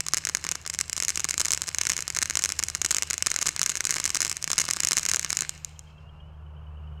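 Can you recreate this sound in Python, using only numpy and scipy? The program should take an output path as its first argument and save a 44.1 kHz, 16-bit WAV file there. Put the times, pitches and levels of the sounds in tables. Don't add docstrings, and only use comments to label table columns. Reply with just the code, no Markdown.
import sys
import numpy as np
from scipy import signal
from scipy.fft import rfft, irfft, next_fast_len
from scipy.io import wavfile
from scipy.ndimage import map_coordinates

SR = 44100
rng = np.random.default_rng(int(sys.argv[2]) if len(sys.argv) > 2 else 0)


def store_pcm(level_fs):
    pcm = np.round(np.clip(level_fs, -1, 1) * 32767).astype(np.int16)
    wavfile.write(sys.argv[1], SR, np.atleast_2d(pcm).T)


N = 308700

# (time [s], level over the first millisecond [dB], spectral tilt [dB/octave])
CRACKS = [(0.0059, -15, -0.5), (0.0658, -21, -1.5), (0.085, -17, 1), (0.1361, -10, -1), (0.1448, -13.5, 0),
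          (0.17, -15.5, 0), (0.1753, -17.5, 0), (0.183, -19.5, 0), (0.2517, -15, 2), (0.2711, -16.5, -3),
          (0.2898, -18, 0), (0.2966, -20, -2.5), (0.3497, -10.5, -1), (0.3708, -21.5, -0.5),
          (0.4413, -22, -2), (0.4499, -23.5, -4.5), (0.467, -20.5, -3), (0.4902, -16.5, -1.5),
          (0.5148, -15.5, 1.5), (0.5204, -19, -2.5), (0.5548, -20.5, -2.5), (0.6638, -24, -2),
          (0.676, -23, 1.5), (0.6999, -18, 0.5), (0.7397, -23, 1), (0.748, -22.5, -2.5), (0.789, -14.5, 1),
          (0.8041, -25, -2), (0.8116, -12, 0.5), (0.8973, -20, 0), (0.9302, -15.5, 1), (0.9659, -19, 0.5),
          (0.9788, -19.5, -0.5), (1.002, -15, 0), (1.0245, -15.5, -0.5), (1.035, -19, -0.5),
          (1.0496, -16, 2), (1.0829, -13, 1.5), (1.0924, -14.5, 0.5), (1.0977, -22, 2.5),
          (1.104, -16.5, -0.5), (1.1575, -17.5, 1.5), (1.1749, -15.5, -1.5), (1.1963, -19, -2),
          (1.204, -18.5, 0), (1.2443, -12.5, 0.5), (1.2512, -21.5, -4), (1.2888, -17.5, -1),
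          (1.2948, -20.5, 3.5), (1.3094, -13.5, 1), (1.3416, -18.5, -3), (1.3795, -14, 0), (1.398, -15, 3),
          (1.4026, -16.5, -1.5), (1.4056, -14, -1), (1.4151, -14, 0), (1.4499, -16.5, 0.5),
          (1.456, -14, 0.5), (1.4662, -24, -3), (1.4841, -18, 0), (1.5066, -14.5, -0.5), (1.519, -12.5, 4),
          (1.5281, -19.5, -0.5), (1.5348, -11.5, 1), (1.5476, -19, 0), (1.5756, -19.5, -1.5),
          (1.619, -15, 0.5), (1.6396, -27.5, -2.5), (1.6721, -26.5, 3), (1.6788, -25.5, 0.5),
          (1.6896, -18.5, 0), (1.747, -16.5, -1), (1.7851, -12.5, 0), (1.8117, -22, -3), (1.814, -12, -1),
          (1.835, -22, -1), (1.8531, -18.5, -1.5), (1.8695, -12.5, -0.5), (1.8907, -23.5, 5),
          (1.8966, -15.5, -1.5), (1.9004, -12, -0.5), (1.9189, -15, -1.5), (1.9341, -21, -0.5),
          (1.9665, -17.5, 0), (1.9783, -21, -1), (1.9901, -22, -5.5), (2.0063, -21, 2), (2.0238, -22, 0),
          (2.0795, -17.5, 0.5), (2.1024, -18, -1), (2.1494, -20.5, 1), (2.1649, -17, -1.5),
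          (2.1711, -17.5, -2.5), (2.188, -13.5, 0), (2.2178, -17, -1.5), (2.2266, -12.5, -2),
          (2.2304, -15, 0.5), (2.2574, -19.5, -1), (2.299, -16, -0.5), (2.3085, -17.5, -3),
          (2.3547, -13.5, -1), (2.3719, -12, -1), (2.3917, -17, 1), (2.3944, -20, -1), (2.4224, -20, 0.5),
          (2.439, -11, 0.5), (2.4495, -14.5, -0.5), (2.4586, -14.5, -1), (2.4913, -18, 0),
          (2.502, -21.5, -2.5), (2.5215, -16, 0), (2.59, -18.5, 2.5), (2.5927, -14.5, 0),
          (2.5991, -21.5, -3.5), (2.6275, -21, -3), (2.637, -13, 2.5), (2.685, -18, 1),
          (2.7006, -22.5, 0.5), (2.7502, -14.5, 0), (2.7552, -24, -3), (2.8164, -14, -1), (2.819, -17, 1.5),
          (2.8477, -15.5, -2), (2.8504, -15, -0.5), (2.862, -14.5, 0.5), (2.9086, -13, 0),
          (2.9107, -15, -2), (2.9143, -12, 1.5), (2.9262, -24, -2.5), (2.9468, -13, -0.5),
          (2.961, -27, -4.5), (2.9672, -14, 0.5), (2.9844, -14.5, -1), (3.0236, -13.5, -1.5),
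          (3.0325, -18, -1.5), (3.1015, -19.5, 1.5), (3.1087, -14, -2), (3.1322, -17.5, 0),
          (3.1408, -18.5, -1), (3.18, -18.5, 0), (3.2245, -11.5, 0), (3.2627, -16, -1.5),
          (3.2686, -12.5, 2), (3.2702, -13, -1.5), (3.3029, -19.5, 3), (3.316, -13, -1), (3.342, -21, -1.5),
          (3.3624, -12.5, -0.5), (3.389, -17.5, -2), (3.4153, -16, 0.5), (3.4231, -20.5, -3),
          (3.4273, -14.5, -0.5), (3.4584, -20.5, -2.5), (3.4677, -15.5, 2.5), (3.4716, -13.5, -0.5),
          (3.4849, -19, -2.5), (3.4904, -13.5, 0), (3.5635, -19, -0.5), (3.5942, -15, -0.5),
          (3.6159, -11.5, -0.5), (3.6311, -13, 0), (3.6382, -21, 2.5), (3.6617, -12.5, 2.5),
          (3.6635, -19, -1.5), (3.676, -29, -3.5), (3.6948, -14, 0), (3.6999, -16, 1.5),
          (3.718, -22.5, -1.5), (3.7546, -17.5, -1.5), (3.7657, -29, -3), (3.7712, -19, 0),
          (3.8067, -13.5, -2), (3.842, -23, -2), (3.8525, -13, 1.5), (3.8703, -16, 0.5),
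          (3.8938, -18.5, -3), (3.9008, -25, -3.5), (3.9077, -11.5, 2), (3.9139, -19.5, 2),
          (3.9252, -22, -4), (3.9415, -16.5, 0), (3.9539, -24.5, 1.5), (3.9605, -21, -3), (3.967, -19, -5),
          (3.9838, -20.5, -3), (4.0009, -16.5, -1), (4.0415, -15.5, 2), (4.0548, -12.5, 0.5),
          (4.0608, -15.5, 0), (4.0773, -20.5, -1.5), (4.0936, -24.5, -1), (4.1038, -16, -0.5),
          (4.1474, -13.5, 1), (4.1555, -16, -1), (4.1672, -19, -1.5), (4.171, -16.5, -1),
          (4.2051, -13.5, 0), (4.2183, -12, 1), (4.2278, -18.5, -2.5), (4.2492, -14.5, 0),
          (4.2574, -23.5, -4), (4.267, -22, -1.5), (4.2789, -22.5, 1), (4.2969, -17, 2.5),
          (4.3149, -17, -1), (4.3273, -22.5, 0), (4.3688, -20, 1), (4.4265, -21.5, 2), (4.4425, -15.5, 0.5),
          (4.477, -19, -3), (4.5032, -17.5, -3), (4.5163, -13, 1), (4.532, -15, -1.5), (4.5807, -16.5, -1),
          (4.5815, -11.5, 0.5), (4.5865, -16, -1.5), (4.5879, -13, 0), (4.5994, -15, -2), (4.604, -14, 3),
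          (4.6154, -15.5, -1), (4.6173, -17.5, 2.5), (4.6408, -24.5, -3.5), (4.6532, -22.5, 2),
          (4.6883, -17.5, -4), (4.7027, -20, -1), (4.7103, -11.5, 0.5), (4.7353, -15.5, 2.5),
          (4.7688, -20, -3), (4.8039, -12, 0.5), (4.8347, -15.5, -0.5), (4.8489, -12, 3),
          (4.8509, -19.5, -2), (4.8721, -13, 0.5), (4.8871, -14, 4), (4.9105, -16, -1),
          (4.919, -11.5, -1.5), (4.932, -13, 0), (4.9694, -11, 0.5), (4.9781, -15.5, -3.5),
          (4.9838, -12.5, 3.5), (4.9956, -21.5, -1), (5.0318, -20, 0), (5.053, -15.5, 0),
          (5.0632, -15.5, -1), (5.0878, -14.5, 1), (5.0908, -18.5, -3), (5.097, -20, 3), (5.1151, -12.5, 0),
          (5.136, -14, 0), (5.1455, -14, -2), (5.1608, -12.5, 5), (5.169, -21.5, -4.5),
          (5.1947, -14.5, 1.5), (5.229, -23, -1), (5.2472, -15.5, -1.5), (5.294, -31.5, 8),
          (5.3043, -14, 0), (5.3291, -14.5, -1), (5.349, -39, 11), (5.3706, -12, 2.5), (5.39, -18, -0.5),
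          (5.408, -14, 2.5), (5.4217, -21.5, -5.5), (5.4937, -17, 1.5), (5.6475, -20.5, 4.5),
          (5.793, -32.5, 4)]
# (frequency [Hz], relative level [dB])
PULSE_SPECTRUM = [(40, -39.5), (150, -13.5), (245, -18), (340, -14.5), (500, -18), (680, -16.5),
                  (800, -18.5), (1150, -5), (1600, -3), (2700, -9.5), (3500, -10), (4600, -8.5), (6600, 2),
                  (8400, -5), (9400, -16.5), (11500, -16), (16000, -28)]
# (frequency [Hz], relative level [dB])
JET_SPECTRUM = [(40, -24.5), (200, 0), (700, 0.5), (1300, -7.5), (2000, 4), (2800, 10.5), (3600, -0.5),
                (4600, 0.5), (6600, -6), (8500, -9.5), (11000, -28.5), (16000, -25.5)]
# (centre [Hz], width [Hz], gain [dB])
PORT_RESONANCES = [(1347, 46, -3), (2007, 72, -3.5), (2158, 180, 4.5), (2970, 300, 1), (3270, 120, -5),
                   (3790, 140, -3), (4070, 240, 4.1), (4480, 260, -2), (5210, 460, 4), (6920, 2300, 2.5),
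                   (10260, 1000, 8)]
# (delay [s], relative level [dB])
WALL_ECHOES = [(0.0242, -34), (.045, -25)]
# (frequency [Hz], time to fall 60 dB [s])
YARD_T60 = [(200, 1), (600, 0.7), (1800, 1.24), (3000, 0.62), (7000, 0.62), (10000, 0.3), (14000, 1.73)]
# (frequency [Hz], gain [dB])
YARD_COLOUR = [(200, 1.5), (700, -1.5), (1500, -6), (2100, -7.5), (2800, 1), (3400, -3), (4200, -2.5),
               (6600, -10.5), (9400, -1), (10300, -14.5), (12000, -9), (16000, -19)]
# (time [s], fundamental level [dB], second harmonic level [dB])
ENGINE_LEVELS = [(0, -54, -55), (1.2, -54, -61.5), (2.8, -50.5, -60), (3.7, -57, -61.5), (5.4, -54, -53),
                 (6.1, -50.5, -57.5), (7, -44, -55.5)]
# (start [s], end [s], spacing [s], pitch [Hz], level [dB])
CHIRP_RUNS = [(5.759, 6.25, .1105, 3170, -55.5), (5.705, 5.95, 0.098, 3170, -59),
              (6.462, 7, .1025, 2980, -59.5)]
# (time [s], length [s], start pitch [Hz], end pitch [Hz], relative level [dB])
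FROG_WHISTLES = [(5.862, 0.32, 2550, 2960, -62.5), (6.104, 0.22, 2650, 3110, -62),
                 (6.66, .24, 2530, 2970, -73)]
# (frequency [Hz], relative level [dB])
NIGHT_SPECTRUM = [(15, -4), (45, -1), (85, 4.5), (140, -0.5), (190, -8), (260, -21.5), (380, -15.5),
                  (600, -15.5), (1000, -14.5), (1400, -18.5), (2000, -31.5), (3000, -27), (3600, -42.5),
                  (7000, -47.5), (16000, -57)]

BURN_GROWTH_DB_PER_S, BURNOUT_S, BURNOUT_DB_PER_S = 1.2, 5.5, 35


def spark_bursts(rows, ground_gain=0.55, ground_cutoff_hz=8500, scatter_db=-5, scatter_t60=0.014):
    start_s, level_db, tilt = np.transpose(rows)[:, :, None]
    lag_ms = .17 + .31 * rng.random(start_s.shape)
    size = 2048
    hz, t = np.fft.rfftfreq(size, 1 / SR), np.arange(size) / SR
    octaves = np.log2(np.clip(hz, 1200, 8000) / 5000)
    pulse = minimum_phase(log_interp(PULSE_SPECTRUM, hz) + port_db(hz) + tilt * octaves)
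    bounce = ground_gain * np.exp(-2j * np.pi * hz * lag_ms / 1000) / (1 + 1j * hz / ground_cutoff_hz)
    scatter = rng.standard_normal((len(rows), size)) * amp(-60 * t / scatter_t60) * (t > .0007)
    scatter /= np.linalg.norm(scatter, axis=1, keepdims=True)
    grass = rfft(scatter) * amp(scatter_db + log_interp(YARD_COLOUR, hz))
    waves = irfft(pulse * (1 + bounce + grass))
    onset_rms = np.sqrt(np.mean(waves[:, :SR // 1000] ** 2, axis=1, keepdims=True))
    track = np.zeros(N)
    for start, wave in zip(start_s[:, 0], waves * amp(level_db) / onset_rms):
        add(track, start, wave)
    return track


def swarm(spread_s, floor_db, range_db, tilt, count):
    parent, offset, strength, hue = rng.random((count, 4)).T
    parent_s = np.array(CRACKS)[(parent * len(CRACKS)).astype(int), 0]
    start_s = parent_s + spread_s * (2 * offset - 1)
    level_db = floor_db + range_db * strength ** 3 + burn_db(start_s)
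    tilts = tilt + 4 * (hue - .5) + 1.5 * strength
    burning = (start_s > 0) & (start_s < BURNOUT_S + .09)
    return spark_bursts(np.c_[start_s, level_db, tilts][burning])


def small_sparks():
    fragments = swarm(spread_s=.006, floor_db=-32.5, range_db=9, tilt=-1.5, count=70)
    grains = swarm(spread_s=.09, floor_db=-50, range_db=14, tilt=-1, count=700)
    return fragments + grains


def sputter(band_hz=(1250, 4600)):
    pops = swarm(spread_s=.08, floor_db=-44, range_db=15, tilt=-2.5, count=430)
    return signal.sosfilt(signal.butter(2, band_hz, "bandpass", fs=SR, output="sos"), pops)


def jet(start_db=-62, flutter_db=1.0, surge_db=2.0):
    hiss = shaped_noise(lambda hz: amp(log_interp(JET_SPECTRUM, hz) + port_db(hz)))
    level_db = start_db + burn_db(np.arange(N) / SR)
    return hiss * amp(level_db + flutter_db * wobble(130) + surge_db * wobble(22))


def burn_db(s):
    growth_db = BURN_GROWTH_DB_PER_S * np.minimum(s, BURNOUT_S)
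    return growth_db - BURNOUT_DB_PER_S * np.maximum(s - BURNOUT_S, 0)


def yard_echo(sparks, diffuse_db=-11, build_up_s=0.012, wall_t60=0.0074, places=6):
    echoes = np.zeros(N)
    place = np.arange(N) // (SR // 25) % places
    for k in range(places):
        hz, frame_s, spectra = signal.stft(rng.standard_normal(SR // 2), SR, nperseg=256)
        decay = amp(-60 * frame_s / log_interp(YARD_T60, hz)[:, None])
        response = signal.istft(spectra * decay, SR, nperseg=256)[1]
        t = np.arange(len(response)) / SR
        response *= 1 - np.exp(-t / build_up_s)
        response *= amp(diffuse_db) / np.linalg.norm(response)
        for delay_s, db in WALL_ECHOES:
            slap = rng.standard_normal(len(t)) * amp(-60 * t / wall_t60)
            add(response, delay_s + rng.normal(0, 0.0006), amp(db + 4) * slap / np.linalg.norm(slap))
        echoes += signal.fftconvolve(sparks * (place == k), response)[:N]
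    return filtered(echoes, lambda hz: amp(log_interp(YARD_COLOUR, hz)))


def engine(firing_hz=77.4, sag_hz_per_s=.25):
    t = np.arange(N) / SR
    times, *levels = np.transpose(ENGINE_LEVELS)
    first_db, second_db = (np.interp(t, times, db) for db in levels)
    hz = firing_hz - sag_hz_per_s * t + .2 * wobble(4)
    phase = 2 * np.pi * np.cumsum(hz) / SR
    fundamental = amp(first_db + 0.92 * wobble(7.7)) * np.sin(phase)
    octave = amp(second_db + 1.2 * wobble(6.4)) * np.sin(2 * phase)
    return np.sqrt(2) * (fundamental + octave)


def insects(decay_s=0.002, chorus_db=-74, chorus_hz=2930, spread_hz=150, count=800):
    track, t = np.zeros(N), np.arange(SR // 10) / SR
    envelope = (t / decay_s / 2) ** 2 * np.exp(2 - t / decay_s)
    near = [(s, hz, db) for start, end, spacing, hz, db in CHIRP_RUNS
            for s in np.arange(start, end, spacing)]
    far = zip(rng.uniform(0, N / SR, count),
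              rng.normal(chorus_hz, spread_hz, count),
              rng.normal(chorus_db, 3, count))
    for s, hz, db in near + list(far):
        add(track, s, amp(db) * envelope * np.sin(2 * np.pi * hz * t))
    return track


def frogs(gain_db=-3, waver_db=2):
    track = np.zeros(N)
    for s, length_s, start_hz, end_hz, db in FROG_WHISTLES:
        glide_hz = np.linspace(start_hz, end_hz, int(length_s * SR))
        tone = np.sin(2 * np.pi * np.cumsum(glide_hz) / SR)
        add(track, s, amp(db + gain_db) * signal.windows.tukey(len(tone), .6) * tone)
    return track * amp(waver_db * wobble(60))


def night_rush(level_db=-54):
    rush = shaped_noise(lambda hz: amp(log_interp(NIGHT_SPECTRUM, hz)))
    return rush * amp(level_db + 0.6 * wobble(3.6))


def port_db(hz):
    return sum(db / (1 + (2 * (hz - centre) / width) ** 2) for centre, width, db in PORT_RESONANCES)


def amp(db):
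    return 10 ** (np.asarray(db) / 20)


def log_interp(points, hz):
    frequencies, values = np.transpose(points)
    return np.interp(np.log(hz + 1), np.log(frequencies + 1), values)


def wobble(rate):
    return map_coordinates(rng.standard_normal(int(N * rate / SR) + 4), [np.arange(N) * rate / SR])


def filtered(x, response):
    size = next_fast_len(N + SR // 2)
    return irfft(rfft(x, size) * response(np.fft.rfftfreq(size, 1 / SR)), size)[:N]


def shaped_noise(response):
    noise = filtered(rng.standard_normal(N), response)
    return noise / np.sqrt(np.mean(noise ** 2) + 1e-20)


def minimum_phase(db):
    cepstrum = irfft(np.log(amp(db)))
    half = cepstrum.shape[-1] // 2
    fold = np.r_[1, np.full(half - 1, 2), 1, np.zeros(half - 1)]
    return np.exp(rfft(cepstrum * fold))


def add(track, s, sound):
    part = track[max(0, round(s * SR)):][:len(sound)]
    part += sound[:len(part)]


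def scene():
    sparks = spark_bursts(CRACKS) + small_sparks() + sputter()
    return (sparks + yard_echo(sparks) + jet() + engine() + night_rush() + insects() + frogs())[None]


def record(dry, knee_db=-9, release_db_per_s=4.0, cutoff_hz=16700):
    pressure = dry[0]
    recovery_db = release_db_per_s * np.arange(N) / SR
    peak_db = np.minimum(20 * np.log10(np.abs(pressure) + 1e-9), knee_db)
    held_db = np.maximum.accumulate(np.maximum(peak_db + recovery_db, knee_db)) - recovery_db
    levelled = pressure * amp(knee_db - held_db)
    return filtered(levelled, lambda hz: 1 / np.sqrt(1 + (hz / cutoff_hz) ** 120))[None]


dry = scene()
out = record(dry)
store_pcm(out)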